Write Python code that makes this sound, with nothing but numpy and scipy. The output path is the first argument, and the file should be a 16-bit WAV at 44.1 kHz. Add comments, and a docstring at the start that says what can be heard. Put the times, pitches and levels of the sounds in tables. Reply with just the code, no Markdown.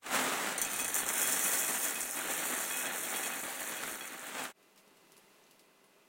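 """First a crinkly scrape with knocks: dry cereal rings slide down a tipped carton, in a small kitchen.
They pour into a hard bowl on a table: clouds of tiny pings rattle hollowly and tick, and hits ring the
bowl's decaying modes, brightly while it is bare and duller on the heap. Soft noise bumps lie below.
The carton is tipped back and the scene fades over to quiet milk: coloured grains trickle and fizz,
rising pings are bubbles, noisy snaps are crackling rings, and steady tones are an appliance's hum."""
import sys
import numpy as np
from scipy import signal
from scipy.fft import rfft, irfft, next_fast_len
from scipy.io import wavfile
from scipy.ndimage import map_coordinates

SR = 44100
rng = np.random.default_rng(int(sys.argv[2]) if len(sys.argv) > 2 else 0)


def file_out(sig):
    """Save sig as 16-bit WAV at sys.argv[1]."""
    # one column per channel
    cols = np.atleast_2d(sig).T
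    # limit, then scale
    lim = np.clip(cols, -1, 1)
    pcm = np.round(lim * 32767).astype(np.int16)
    wavfile.write(sys.argv[1], SR, pcm)


N = 268386
TIME_S = np.arange(N) / SR


def amp(db):
    """Decibels to gain."""
    return 10 ** (np.asarray(db) / 20)


def unit(x):
    """Scale to rms 1."""
    return x / np.sqrt(np.mean(x ** 2) + 1e-20)


def along(points, hz):
    """Read (Hz, value) points on a log frequency axis."""
    f, v = np.transpose(points)
    return np.interp(np.log(hz + 1), np.log(f + 1), v)


def curve(rows):
    """Draw straight lines between (time, value) points, one value per sample."""
    s, values = np.transpose(rows)
    return np.interp(TIME_S, s, values)


def gain(rows, edge_s=0.012):
    """Turn a dB curve into a gain that falls silent just outside its span."""
    inside = np.clip(1 + np.minimum(TIME_S - rows[0][0], rows[-1][0] - TIME_S) / edge_s, 0, 1)
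    return amp(curve(rows)) * inside


def wobble(rate):
    """A smooth random curve, rate knots a second."""
    knots = rng.standard_normal(int(N * rate / SR) + 4)
    return map_coordinates(knots, [np.arange(N) * rate / SR])


def add(track, s, sound):
    """Mix a sound into the track at s seconds."""
    part = track[max(round(s * SR), 0):][:len(sound)]
    part += sound[:len(part)]


def coloured(x, spectrum, peaks=(), size=8192):
    """Minimum-phase filter: a broad spectrum with narrow resonances (Hz, width Hz, dB) on top."""
    hz = np.fft.rfftfreq(size, 1 / SR)
    level = along(spectrum, hz) + sum(db / (1 + (2 * (hz - f) / width) ** 2) for f, width, db in peaks)
    # folding the cepstrum makes the filter causal
    cepstrum = irfft(np.log(np.maximum(amp(level), 1e-6)))
    cepstrum[1:size // 2] *= 2
    cepstrum[size // 2 + 1:] = 0
    return signal.fftconvolve(x, irfft(np.exp(rfft(cepstrum))))[:len(x)]


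def grains(rate, spread_db, life, top_hz, size=96):
    """Tiny contacts at random moments, each a damped ping of its own pitch; even in mean power."""
    rate = np.broadcast_to(rate, N)
    at = np.flatnonzero(rng.random(N) < rate / SR)
    t = np.arange(size) / SR
    spread = np.clip(rng.standard_normal((len(at), 1)), -2, 2)
    # busy moments get weaker grains, which keeps the power even
    strength = amp(spread_db * spread) / np.sqrt(rate[at, None])
    pitch, phase = rng.random((2, len(at), 1))
    pings = strength * np.exp(-t / life) * np.sin(2 * np.pi * (pitch * top_hz * t + phase))
    places = at[:, None] + np.arange(size)
    return unit(np.bincount(places.ravel(), pings.ravel(), N + size)[:N])


def room(x, wet_db, echo_db=-17, count=6, t60=0.14):
    """Direct sound, a few early copies from table and walls, and a noise tail that follows its power."""
    out = np.array(x)
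    for delay in rng.uniform(.002, .025, count):
        add(out, delay, amp(echo_db) * x)
    decay = amp(-60 * np.arange(SR // 3) / SR / t60) ** 2
    power = np.abs(signal.fftconvolve(x ** 2, decay / decay.sum())[:len(x)])
    return out + amp(wet_db) * np.sqrt(power) * rng.standard_normal(len(x))


def contact(spectrum, peaks, crunch_db, crunch_t60, wet_db):
    """One blow in the room: a sharp tick of peak 1 and a brief crunch of crumbs behind it."""
    t = np.arange(SR // 4) / SR
    push = 1. * (t == 0)
    crunch = rng.standard_normal(len(t)) * amp(-60 * t / crunch_t60) * (t > .0003)
    blow = push + amp(crunch_db) * crunch / np.linalg.norm(crunch)
    tick_peak = np.abs(coloured(push, spectrum, peaks)).max()
    return coloured(room(blow, wet_db), spectrum, peaks) / tick_peak


# motor tones, rms before a 1 dB trim: f/Hz, level/dB
MOTOR_TONES = [(199.2, -80), (393.0, -81), (640.6, -81), (2023, -80), (2416, -86), (2612, -86)]


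def appliance():
    """Faint motor tones whose phase drifts, so they sound slightly unsteady."""
    out = np.zeros(N)
    for hz, db in MOTOR_TONES:
        phase = 2 * np.pi * hz * TIME_S + .4 * wobble(5.4)
        out += np.sqrt(2) * amp(db - 1.0) * np.sin(phase)
    return out


BUMP_ATTACK_S, BUMP_RELEASE_S = 0.02, 0.027
RUMBLE_DB = -83  # faint handling under the bumps
# soft bumps through the table: t/s, held length/s, level/dB
TABLE_BUMPS = [(0.077, 0.046, -69), (0.58, 0.25, -64), (0.793, 0.33, -63), (1.26, 0.1, -66),
               (1.751, 0.06, -69), (1.99, 0.108, -69), (2.282, 0.059, -64), (2.529, 0.056, -69),
               (3.426, 0.032, -69), (3.578, 0.054, -68), (3.83, 0.114, -66)]
# dull colour of the table: f/Hz, level/dB
TABLE_COLOUR = [(15, 2), (30, -6), (70, -3), (110, -2.5), (250, -24.5)]


def table():
    """Dull low noise bumps under the pour: each rises, holds and dies away."""
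    level = amp(RUMBLE_DB)
    for s, length, db in TABLE_BUMPS:
        corners = [s - BUMP_ATTACK_S, s, s + length, s + length + BUMP_RELEASE_S]
        level = level + amp(db) * np.interp(TIME_S, corners, [0, 1, 1, 0])
    return level * unit(coloured(rng.standard_normal(N), TABLE_COLOUR))


def bubble(hz, t60, rise_oct_per_s=1.2):
    """A pocket of air in the milk: a soft-edged ping whose pitch rises a little."""
    t = np.arange(SR // 8) / SR
    phase = 2 * np.pi * np.cumsum(hz * 2 ** (rise_oct_per_s * t)) / SR
    return (1 - np.exp(-t * hz)) * amp(-60 * t / t60) * np.sin(phase)


def gurgle(count, scatter_oct, cycles, pocket_hz):
    """Small bubbles at random moments, scattered around one pocket's pitch; rms 1."""
    out = np.zeros(N)
    for when, pitch, size in rng.random((count, 3)):
        hz = pocket_hz * 2 ** (scatter_oct * (2 * pitch - 1))
        add(out, when * N / SR, amp(10 * size) * bubble(hz, cycles / hz))
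    return unit(out)


# layer levels before the flow moves them (dB): the stream, and its large and tiny bubbles
TRICKLE_DB, FIZZ_DB, GURGLE_DB, TINKLE_DB = -68, -72, -86, -89
# one swell of the flow: centre (s), half-width at 1/e of its dB (s), height (dB)
SWELL_S, SWELL_WIDTH_S, SWELL_DB = 5.19, 0.37, 3.4
# colour of the running milk: f/Hz, level/dB
TRICKLE_COLOUR = [(25, -20), (70, -29), (100, -24), (150, -10), (230, -9), (300, -6), (400, -6), (700, -10),
                  (1000, -9), (1750, -14), (2750, -14.5), (3200, -18), (5000, -26), (7000, -67)]
# air pockets between the wet rings: f/Hz, width/Hz, level/dB
AIR_POCKETS = [(390, 50, 2), (1000, 200, 1), (2220, 260, -3), (2520, 160, 1), (2760, 140, 3.5)]
# bright colour of fizz and crackles: f/Hz, level/dB
FIZZ_COLOUR = [(1000, -23), (2500, -5), (4500, -3.5), (6500, -4.5), (10000, -5.5), (16000, -9)]
# single bubbles: t/s, f/Hz, level/dB, t60/s
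SINGLE_BUBBLES = [(4.87, 200, -62, .09), (4.957, 420, -59, .07), (5.178, 410, -58, .08),
                  (5.28, 2100, -61, .04), (5.4395, 6250, -56, .016), (5.96, 390, -60, .08),
                  (6.01, 400, -59, .08)]
# wetted rings crackling and shifting: t/s, level before trim/dB, f/Hz, resonance level/dB, t60/s
WET_CRACKLES = [(4.628, -56, 12700, 8, .018), (4.76, -51, 10400, 4, .04), (4.776, -44, 2000, 5, .09),
                (4.877, -53, 4330, 8, .018), (4.969, -51, 3000, 4, .04), (5.12, -45, 10500, 8, .006),
                (5.167, -46, 9700, 7, .018), (5.177, -48.5, 11000, 13, .018), (5.467, -55, 4250, 11, .018),
                (5.51, -46, 5500, 2, .025), (5.594, -46, 4760, 6, .025), (5.841, -55, 9810, 17, .018)]


def milk():
    """Milk runs and gurgles softly between the rings, which fizz and now and then crackle."""
    swell_db = SWELL_DB * np.exp(-((TIME_S - SWELL_S) / SWELL_WIDTH_S) ** 2)
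    flow = amp(swell_db + 0.2 * wobble(9.5))
    trickle = room(grains(5000, spread_db=3, life=0.00029, top_hz=5460), wet_db=6.5)
    trickle = unit(coloured(trickle, TRICKLE_COLOUR, AIR_POCKETS))
    fizz = room(grains(9000, spread_db=1, life=.0001, top_hz=17000), wet_db=2.0)
    fizz = unit(coloured(fizz, FIZZ_COLOUR))
    low = gurgle(count=320, scatter_oct=0.98, cycles=18, pocket_hz=520)
    high = gurgle(count=300, scatter_oct=.22, cycles=37, pocket_hz=2320)
    running = amp(TRICKLE_DB) * trickle + amp(FIZZ_DB) * fizz
    out = flow * (running + amp(GURGLE_DB) * low + amp(TINKLE_DB) * high)
    for s, hz, db, t60 in SINGLE_BUBBLES:
        add(out, s, amp(db) * bubble(hz, t60))
    for s, db, hz, resonance_db, t60 in WET_CRACKLES:
        # a brittle snap, with a small air pocket ringing in it
        pocket = [(hz, 700, resonance_db)]
        snap = contact(FIZZ_COLOUR, pocket, crunch_db=13.5, crunch_t60=t60, wet_db=-1)
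        add(out, s, amp(db - 5.5) * snap)
    return out


WANDER_OCT = .02  # drift of the resonances either way
# hollow resonances of carton and table: f/Hz, width/Hz, level/dB
HOLLOW_MODES = [(255, 22, 5), (402, 16, 5), (535, 40, 2.5), (648, 26, 3), (785, 44, 3.5), (915, 24, 2.5),
                (1205, 24, 3), (1450, 60, 1.5)]


def wandering(x, spectrum):
    """Hollow resonances drift as the load shifts: a random blend of a lower and a higher tuning."""
    def tuned(octaves):
        return coloured(x, spectrum, [(hz * 2 ** octaves, width, db) for hz, width, db in HOLLOW_MODES])

    share = .5 + .5 * np.tanh(wobble(4.43))
    return unit((1 - share) * tuned(-WANDER_OCT) + share * tuned(WANDER_OCT))


CRINKLE_DB = -8  # liner crinkle against the scrape, before colouring
# pieces sliding as the carton tips forward: t/s, level before a 1 dB trim/dB
TIP_FORWARD = [(0.01, -78), (0.026, -58), (0.056, -48), (0.07, -42.5), (0.1, -39), (0.14, -28.5),
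               (0.27, -32.5), (0.46, -34), (0.53, -35.5), (0.57, -42)]
# pieces sliding back as the carton is lifted: t/s, level before a 1 dB trim/dB
SLIDE_BACK = [(4.12, -50), (4.28, -51), (4.34, -40.5), (4.39, -38), (4.45, -38), (4.52, -51), (4.53, -74)]
# the carton's side panel: f/Hz, width/Hz, level/dB
SIDE_PANEL = [(259, 57, 3.5)]
# colour of the carton: f/Hz, level/dB
CARTON_COLOUR = [(50, -74), (90, -29), (130, -14), (190, -8), (250, -5.5), (350, -5.5), (750, -3.5),
                 (1500, -2), (2300, -5.5), (3700, -11), (4900, -16.5), (8000, -10), (12000, -19.5),
                 (15800, -17)]
# clumps knocking on the cardboard: t/s, tick level before a 2 dB trim/dB, crunch against the tick/dB
CARTON_KNOCKS = [(0.062, -26, 8), (0.118, -24, 4), (0.147, -21.5, 8), (0.162, -22, 7), (0.187, -14, 3),
                 (0.279, -25, 8), (0.398, -24, 0), (0.444, -22.5, 6), (0.796, -23.5, 7), (1.533, -21, 9),
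                 (1.637, -25, 4), (1.687, -21.5, 9), (2.263, -26, 6), (2.308, -26, 7), (2.492, -26.5, 3),
                 (3.72, -26, 8), (3.834, -23.5, 8), (4.129, -32, 6), (4.263, -35, 7), (4.393, -25, 5)]
# cardboard dulls the top of a knock: f/Hz, width/Hz, level/dB
CARDBOARD_DULLING = [(13000, 8000, -5)]


def carton():
    """The mass of rings slides along the crinkling liner, and clumps knock on the cardboard."""
    level = gain(TIP_FORWARD) + gain(SLIDE_BACK)
    scrape = grains(3500, spread_db=5.5, life=0.000092, top_hz=18600)
    crinkle = grains(160, spread_db=3, life=.0002, top_hz=13000)
    slide = room(scrape, wet_db=3.0) + amp(CRINKLE_DB) * room(crinkle, wet_db=-8.5)
    slide = coloured(slide, [(1000, 0)], SIDE_PANEL)
    out = amp(-1.0) * level * wandering(slide, CARTON_COLOUR)
    for s, db, crunch_db in CARTON_KNOCKS:
        knock = contact(CARTON_COLOUR, CARDBOARD_DULLING, crunch_db, crunch_t60=0.077, wet_db=-3.5)
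        add(out, s + .001, amp(db - 2.0) * knock)
    return out


def heap(s, covered_s=1.12, covering_s=0.52):
    """Share of the bowl's floor covered at time s: half at covered_s, growing over about covering_s."""
    return .5 + .5 * np.tanh((s - covered_s) / covering_s)


def cover(s, bare_db=3, covered_db=-4.5):
    """Tilt of the bowl's modes at time s, in dB per octave: the growing heap muffles the higher ones."""
    return bare_db + (covered_db - bare_db) * heap(s)


# contacts per second at the strongest flow, which each layer rescales; their share at first
FULL_RATE, FIRST_SHARE = 2000, 0.2
# the stream thickens, and the ticking sets in after the first single pieces, over these times
THICKEN_S, TICK_ONSET_S = 0.75, 0.021
# how strongly the cereal flows as the carton is shaken: t/s, level before trim/dB
CEREAL_FLOW = [(0.56, -40.5), (0.7, -41), (0.9, -41), (1.04, -40.5), (1.22, -38), (1.36, -38.5),
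               (1.54, -37.5), (1.62, -39.5), (1.7, -38.5), (1.8, -40), (2.0, -42.5), (2.12, -46),
               (2.2, -39.5), (2.3, -39), (2.62, -40), (2.77, -42), (2.87, -40), (3.0, -41), (3.25, -39),
               (3.4, -43), (3.55, -43.5), (3.72, -42), (3.9, -43.5), (4.22, -49), (4.3, -45.5)]
# treble ticks, highest while the fall is long: t/s, level before trims/dB
TREBLE_LEVEL = [(0.58, -41.5), (0.85, -40.5), (0.98, -35), (1.04, -38), (1.12, -38.5), (1.22, -29.5),
                (1.4, -31), (1.61, -30), (1.76, -36.5), (1.85, -31.5), (1.94, -37.5), (2.04, -37),
                (2.24, -40), (2.37, -36), (2.45, -37), (2.82, -37), (2.92, -42), (2.98, -38.5),
                (3.18, -37.5), (3.52, -42), (3.7, -41.5), (3.92, -43.5), (4.22, -51), (4.3, -46)]


def pour():
    """The pour's course: the gain of the rattle, the gain of the ticks and the contacts per second."""
    flow = gain(CEREAL_FLOW)
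    since_s = TIME_S - CEREAL_FLOW[0][0]
    thickened = np.clip(since_s / THICKEN_S, 0, 1) ** 2
    rate = FULL_RATE * flow / flow.max() * (FIRST_SHARE + (1 - FIRST_SHARE) * thickened)
    ticking = gain(TREBLE_LEVEL) * np.clip(since_s / TICK_ONSET_S, 0, 1)
    return flow, ticking, np.maximum(rate, 50)


# the bowl's modes before muffling: f/Hz, level/dB, t60/s
BOWL_MODES = [(2528, -4, .22), (3332, -4.5, .16), (4430, -12, .13), (5642, -13, .1), (6143, 0.5, .15),
              (6828, -2.5, .11), (7155, -3, .09), (8490, -3.5, .08), (8556, -3.5, .08), (9089, 3.5, .1),
              (10258, -9, .07), (11898, -11, .06), (12975, -10, .06)]


def ringing(s, first):
    """The bowl's modes from the first given one up, struck at time s and muffled by the heap."""
    t = np.arange(SR // 4) / SR
    cover_db = cover(s)
    out = np.zeros(len(t))
    for hz, db, t60 in BOWL_MODES[first:]:
        strength_db = db + rng.normal(0, 0.72) + cover_db * np.log2(hz / BOWL_MODES[0][0])
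        out += amp(strength_db - 60 * t / t60) * np.sin(2 * np.pi * hz * t)
    return out


def stream_ring(level_db=-17):
    """The stream keeps the bowl's modes faintly ringing, at level_db against the treble ticks' gain."""
    t = np.arange(SR // 3) / SR
    hits = rng.random(N) < 250 / SR
    cover_db = cover(TIME_S)
    out = np.zeros(N)
    for hz, db, t60 in BOWL_MODES:
        mode = amp(-60 * t / t60) * np.sin(2 * np.pi * hz * t)
        ring = unit(signal.fftconvolve(hits * rng.standard_normal(N), mode)[:N])
        out += amp(db + cover_db * np.log2(hz / BOWL_MODES[0][0])) * ring
    return out * amp(level_db) * pour()[1]


# clack against the stronger low mode, two upper modes against the second, spread of the wavering (dB)
CLACK_DB, WALL_UPPER_DB, WAVER_DB = 7, -10, 1.5
# pieces thrown against the upper wall: t/s, first mode level/dB, second mode level/dB (before trim)
WALL_HITS = [(0.616, -50, -38), (0.6497, -40, -40), (0.733, -38, -45), (0.791, -35, -37), (0.846, -40, -46),
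             (0.880, -48, -45), (0.964, -45, -50), (1.028, -48, -43), (1.089, -50, -40), (1.156, -50, -40),
             (1.217, -45, -42), (1.2416, -45, -38), (1.275, -50, -42), (1.359, -50, -50), (1.456, -38, -44),
             (1.48, -41, -41), (1.535, -42, -48), (1.622, -48, -48), (1.956, -38, -42), (2.172, -38, -54),
             (2.313, -47, -52), (2.4292, -52, -41), (2.7084, -37, -38), (2.739, -39, -41),
             (2.792, -44, -45), (2.857, -36, -36), (3.035, -50, -45), (3.141, -52, -42), (3.162, -43, -44),
             (3.232, -39, -40), (3.257, -46, -39), (3.314, -43, -54), (3.746, -54, -46), (3.768, -45, -42),
             (4.009, -43, -39), (4.3836, -43, -40)]


def wall_hits():
    """Pieces that hit the bowl's upper wall clack and sound its low modes."""
    t = np.arange(SR // 3) / SR
    out = np.zeros(N)
    for s, first_db, second_db in WALL_HITS:
        upper_db = second_db + WALL_UPPER_DB
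        clack = contact(CARTON_COLOUR, (), crunch_db=4, crunch_t60=.02, wet_db=-4)
        add(out, s, amp(max(first_db, second_db) + CLACK_DB) * clack)
        for level_db, (hz, _, t60) in zip([first_db, second_db, upper_db, upper_db], BOWL_MODES):
            # the shifting load detunes the wall from hit to hit; rubbing pieces make the ring waver
            waver = map_coordinates(rng.standard_normal(64), [t * 120])
            detuned_hz = hz * (1 + rng.normal(0, 0.0012))
            mode = amp(-60 * t / t60) * np.sin(2 * np.pi * detuned_hz * t)
            add(out, s, amp(level_db - 3.5 + WAVER_DB * waver) * mode)
    return out


# the piece's resonance, the decay of its snap, and the first contact against that snap
PIECE_WIDTH_HZ, PIECE_DB, LANDING_T60, FIRST_CONTACT_DB = 1800, 4, .0045, 8
# trim of all landings, and how much harder they are on the bare floor than on the full heap (dB)
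LANDING_DB, BARE_LANDING_DB = .8, 1.3
# the bowl's ring under a landing (dB), and its extra while empty (dB), dying off over EMPTY_S
RING_DB, EMPTY_DB, EMPTY_S = -30, 11, .08
# crisp colour of the cereal: f/Hz, level/dB
CRISP_COLOUR = [(2760, -44), (4700, -37), (5230, -11.5), (5970, -9.5), (6910, -4.5), (8090, -4.5),
                (8770, -3), (11100, -9), (13100, -10), (14900, -6.5), (15800, -9.5)]
# single pieces striking hard: t/s, level before trims/dB, f/Hz, treble level/dB
HARD_STRIKES = [(0.5798, -22, 6700, -6), (0.6158, -14, 6700, 5), (0.6241, -23, 6600, -4),
                (0.6494, -20, 7300, -7), (0.7016, -25, 8300, -7), (0.716, -27, 7000, 3),
                (0.734, -23, 7100, 0), (0.7404, -22, 8500, 2), (0.7625, -23, 9200, 1),
                (0.7909, -21, 8900, -1), (0.7941, -22, 10500, 5), (0.7988, -21, 8200, -2),
                (0.805, -19, 8000, 1), (0.8139, -25, 8500, 8), (0.8456, -20, 9400, -7),
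                (0.85, -24, 9900, -2), (0.8803, -19, 9800, -3), (0.9168, -25, 7200, 1),
                (0.9438, -14, 8400, 4), (0.9514, -18, 9700, -4), (0.9549, -17, 7400, -3),
                (0.9638, -17, 7300, 1), (0.9827, -23, 7200, 4), (0.9861, -22, 8600, -1),
                (0.9904, -19, 8600, -2), (1.0044, -23, 8400, -1), (1.065, -20, 7100, -4),
                (1.0826, -22, 9100, -1), (1.0892, -13, 7900, 0), (1.1322, -22, 8800, -2),
                (1.1379, -18, 9000, -4), (1.1555, -20, 8200, -6), (1.1801, -17, 9800, 5),
                (1.2168, -17, 8800, 2), (1.2297, -18, 8300, 4), (1.233, -17, 9100, 9),
                (1.2742, -19, 6400, -3), (1.3244, -14, 9600, -7), (1.3303, -19, 9800, 1),
                (1.3935, -18, 9800, 0), (1.4382, -21, 7500, 4), (1.4694, -19, 7200, -1),
                (1.4805, -19, 9600, 2), (1.5961, -18, 7500, 1), (1.6807, -22, 8600, -1),
                (1.7233, -23, 7400, -2), (1.8528, -22, 7600, -7), (1.9565, -26, 8900, 0),
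                (2.0072, -19, 9000, -7), (2.0152, -22, 7800, -5), (2.0319, -23, 8500, -2),
                (2.1109, -26, 8800, 1), (2.1672, -26, 9100, -3), (2.172, -25, 7600, -2),
                (2.1903, -25, 9300, -4), (2.2564, -27, 7700, 6), (2.2749, -25, 8000, -2),
                (2.3128, -24, 7700, 9), (2.3371, -21, 7400, 0), (2.3772, -20, 7800, -1),
                (2.4051, -24, 8800, -1), (2.4972, -27, 9600, 0), (2.5384, -25, 8000, -2),
                (2.5768, -26, 8000, -3), (2.5893, -25, 10000, -3), (2.6785, -24, 9200, -7),
                (2.7, -24, 9300, 2), (2.7718, -21, 8200, -6), (2.792, -27, 9000, -3),
                (2.8572, -24, 8600, -3), (2.8647, -26, 8800, -5), (2.8694, -24, 8600, -7),
                (2.9605, -27, 8800, -1), (2.9824, -24, 8500, 0), (3.035, -26, 9100, 0),
                (3.055, -25, 8200, -7), (3.095, -26, 8800, -3), (3.103, -26, 6500, 0),
                (3.1611, -22, 9800, 5), (3.2318, -25, 8500, -6), (3.4137, -29, 9300, 1),
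                (3.4372, -28, 7000, 9), (3.6305, -28, 9000, -7), (3.6752, -27, 7600, -3),
                (3.686, -25, 9500, -1), (3.695, -27, 9300, 0), (3.7684, -29, 8900, -1),
                (3.8947, -28, 9800, 1), (3.9577, -29, 8000, -1), (3.9953, -32, 8400, -5),
                (4.0767, -31, 8200, -4), (4.178, -32, 9700, -4), (4.1945, -31, 8200, -4),
                (4.2688, -30, 8000, 1), (4.2767, -32, 8700, 5), (4.4398, -26, 9600, -3)]


def strikes():
    """A hard landing clicks, snaps at its own pitch and rings the higher modes, most in the empty bowl."""
    out = np.zeros(N)
    t = np.arange(SR // 4) / SR
    for s, db, hz, treble_db in HARD_STRIKES:
        snap = np.sign(rng.standard_normal(len(t))) * amp(-60 * t / LANDING_T60)
        snap[0] = amp(FIRST_CONTACT_DB)
        peaks = [(hz, PIECE_WIDTH_HZ, PIECE_DB), (14000, 6000, treble_db)]
        tick = coloured(room(snap, wet_db=-4), CRISP_COLOUR, peaks)
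        empty = np.exp(-(s - HARD_STRIKES[0][0]) / EMPTY_S)
        landing = tick / np.abs(tick).max() + amp(RING_DB + EMPTY_DB * empty) * ringing(s, first=2)
        level_db = db + LANDING_DB + BARE_LANDING_DB * (0.5 - heap(s))
        add(out, s, amp(level_db) * landing)
    return out


# trim of the ticks, their change on the bare floor, and the spread of the stream's small surges (dB)
TICK_DB, BARE_TICK_DB, SURGE_DB = -1.9, -2, 0.7
# clear clicks: their rate over the contact rate, and their level against the fine ticks (dB)
CLICK_SHARE, CLICK_DB = .12, -7.5
# hollow colour of the falling rings: f/Hz, level/dB
RATTLE_COLOUR = [(47, -49), (90, -38), (140, -12), (250, -4.5), (450, -5.5), (780, -4), (1000, -6),
                 (1800, -0.5), (2600, -7.5), (3700, -10.5), (5000, -14), (6500, -100), (11000, -120)]


def stream():
    """Falling rings rattle hollowly out of the carton and tick on each other in the bowl."""
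    rattle_gain, tick_gain, rate = pour()
    covered = heap(TIME_S)
    # both layers share the surges
    surge = amp(SURGE_DB * wobble(21))
    rattle = grains(np.maximum(1.4 * rate, 1200), spread_db=3, life=0.00061, top_hz=5430)
    rattle = wandering(room(rattle, wet_db=5), RATTLE_COLOUR)
    ticks = grains(1.1 * rate + 300, spread_db=1.5, life=0.0003, top_hz=16450)
    # pieces arrive in clumps, so the ticks bunch up
    ticks = ticks * amp(1.2 * wobble(50))
    # as the heap forms, some pieces click out clearly on it
    clicks = covered * grains(CLICK_SHARE * rate, spread_db=1, life=.00045, top_hz=15000)
    ticks = room(ticks, wet_db=-2) + amp(CLICK_DB) * room(clicks, wet_db=-7)
    ticks = unit(coloured(ticks, CRISP_COLOUR))
    tick_level = amp(TICK_DB + BARE_TICK_DB * (1 - covered)) * tick_gain
    return surge * (amp(-0.23) * rattle_gain * rattle + tick_level * ticks)


# centre, spread of its drift, half-width at 1/e of its dB (Hz), and middle depth (dB)
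NOTCH_HZ, NOTCH_DRIFT_HZ, NOTCH_WIDTH_HZ, NOTCH_DB = 4920, 190, 270, -11


def notched(x):
    """A narrow hollow in the colour of the pour wanders up and down, deepening and filling."""
    hz, s, z = signal.stft(x, SR, nperseg=512, noverlap=384)
    centre = NOTCH_HZ + NOTCH_DRIFT_HZ * np.interp(s * SR, np.arange(N), wobble(4.3))
    depth = 1 + .8 * np.tanh(np.interp(s * SR, np.arange(N), wobble(9)))
    dip_db = NOTCH_DB * depth * np.exp(-((hz[:, None] - centre) / NOTCH_WIDTH_HZ) ** 2)
    return signal.istft(z * amp(dip_db), SR, nperseg=512, noverlap=384)[1][:N]


# the cereal fades out: t/s, gain
CEREAL_OUT = [(4.5, 1), (4.535, 0.39), (4.57, 0)]
# the milk fades in: t/s, gain
MILK_IN = [(4.52, 0), (4.6, 1)]


def scene():
    """The cereal, then the milk with the hum, the same in both channels."""
    sliding = carton()
    pouring = notched(stream() + stream_ring() + wall_hits() + strikes())
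    cereal = sliding + pouring + table()
    mono = curve(CEREAL_OUT) * cereal + curve(MILK_IN) * (milk() + appliance())
    return np.array([mono, mono])


def record(dry, top_hz=15850):
    """A steep band limit removes everything from top_hz up."""
    m = next_fast_len(N + SR // 2)
    kept = np.fft.rfftfreq(m, 1 / SR) < top_hz
    return irfft(rfft(dry, m) * kept, m)[..., :N]


dry = scene()
out = record(dry)
file_out(out)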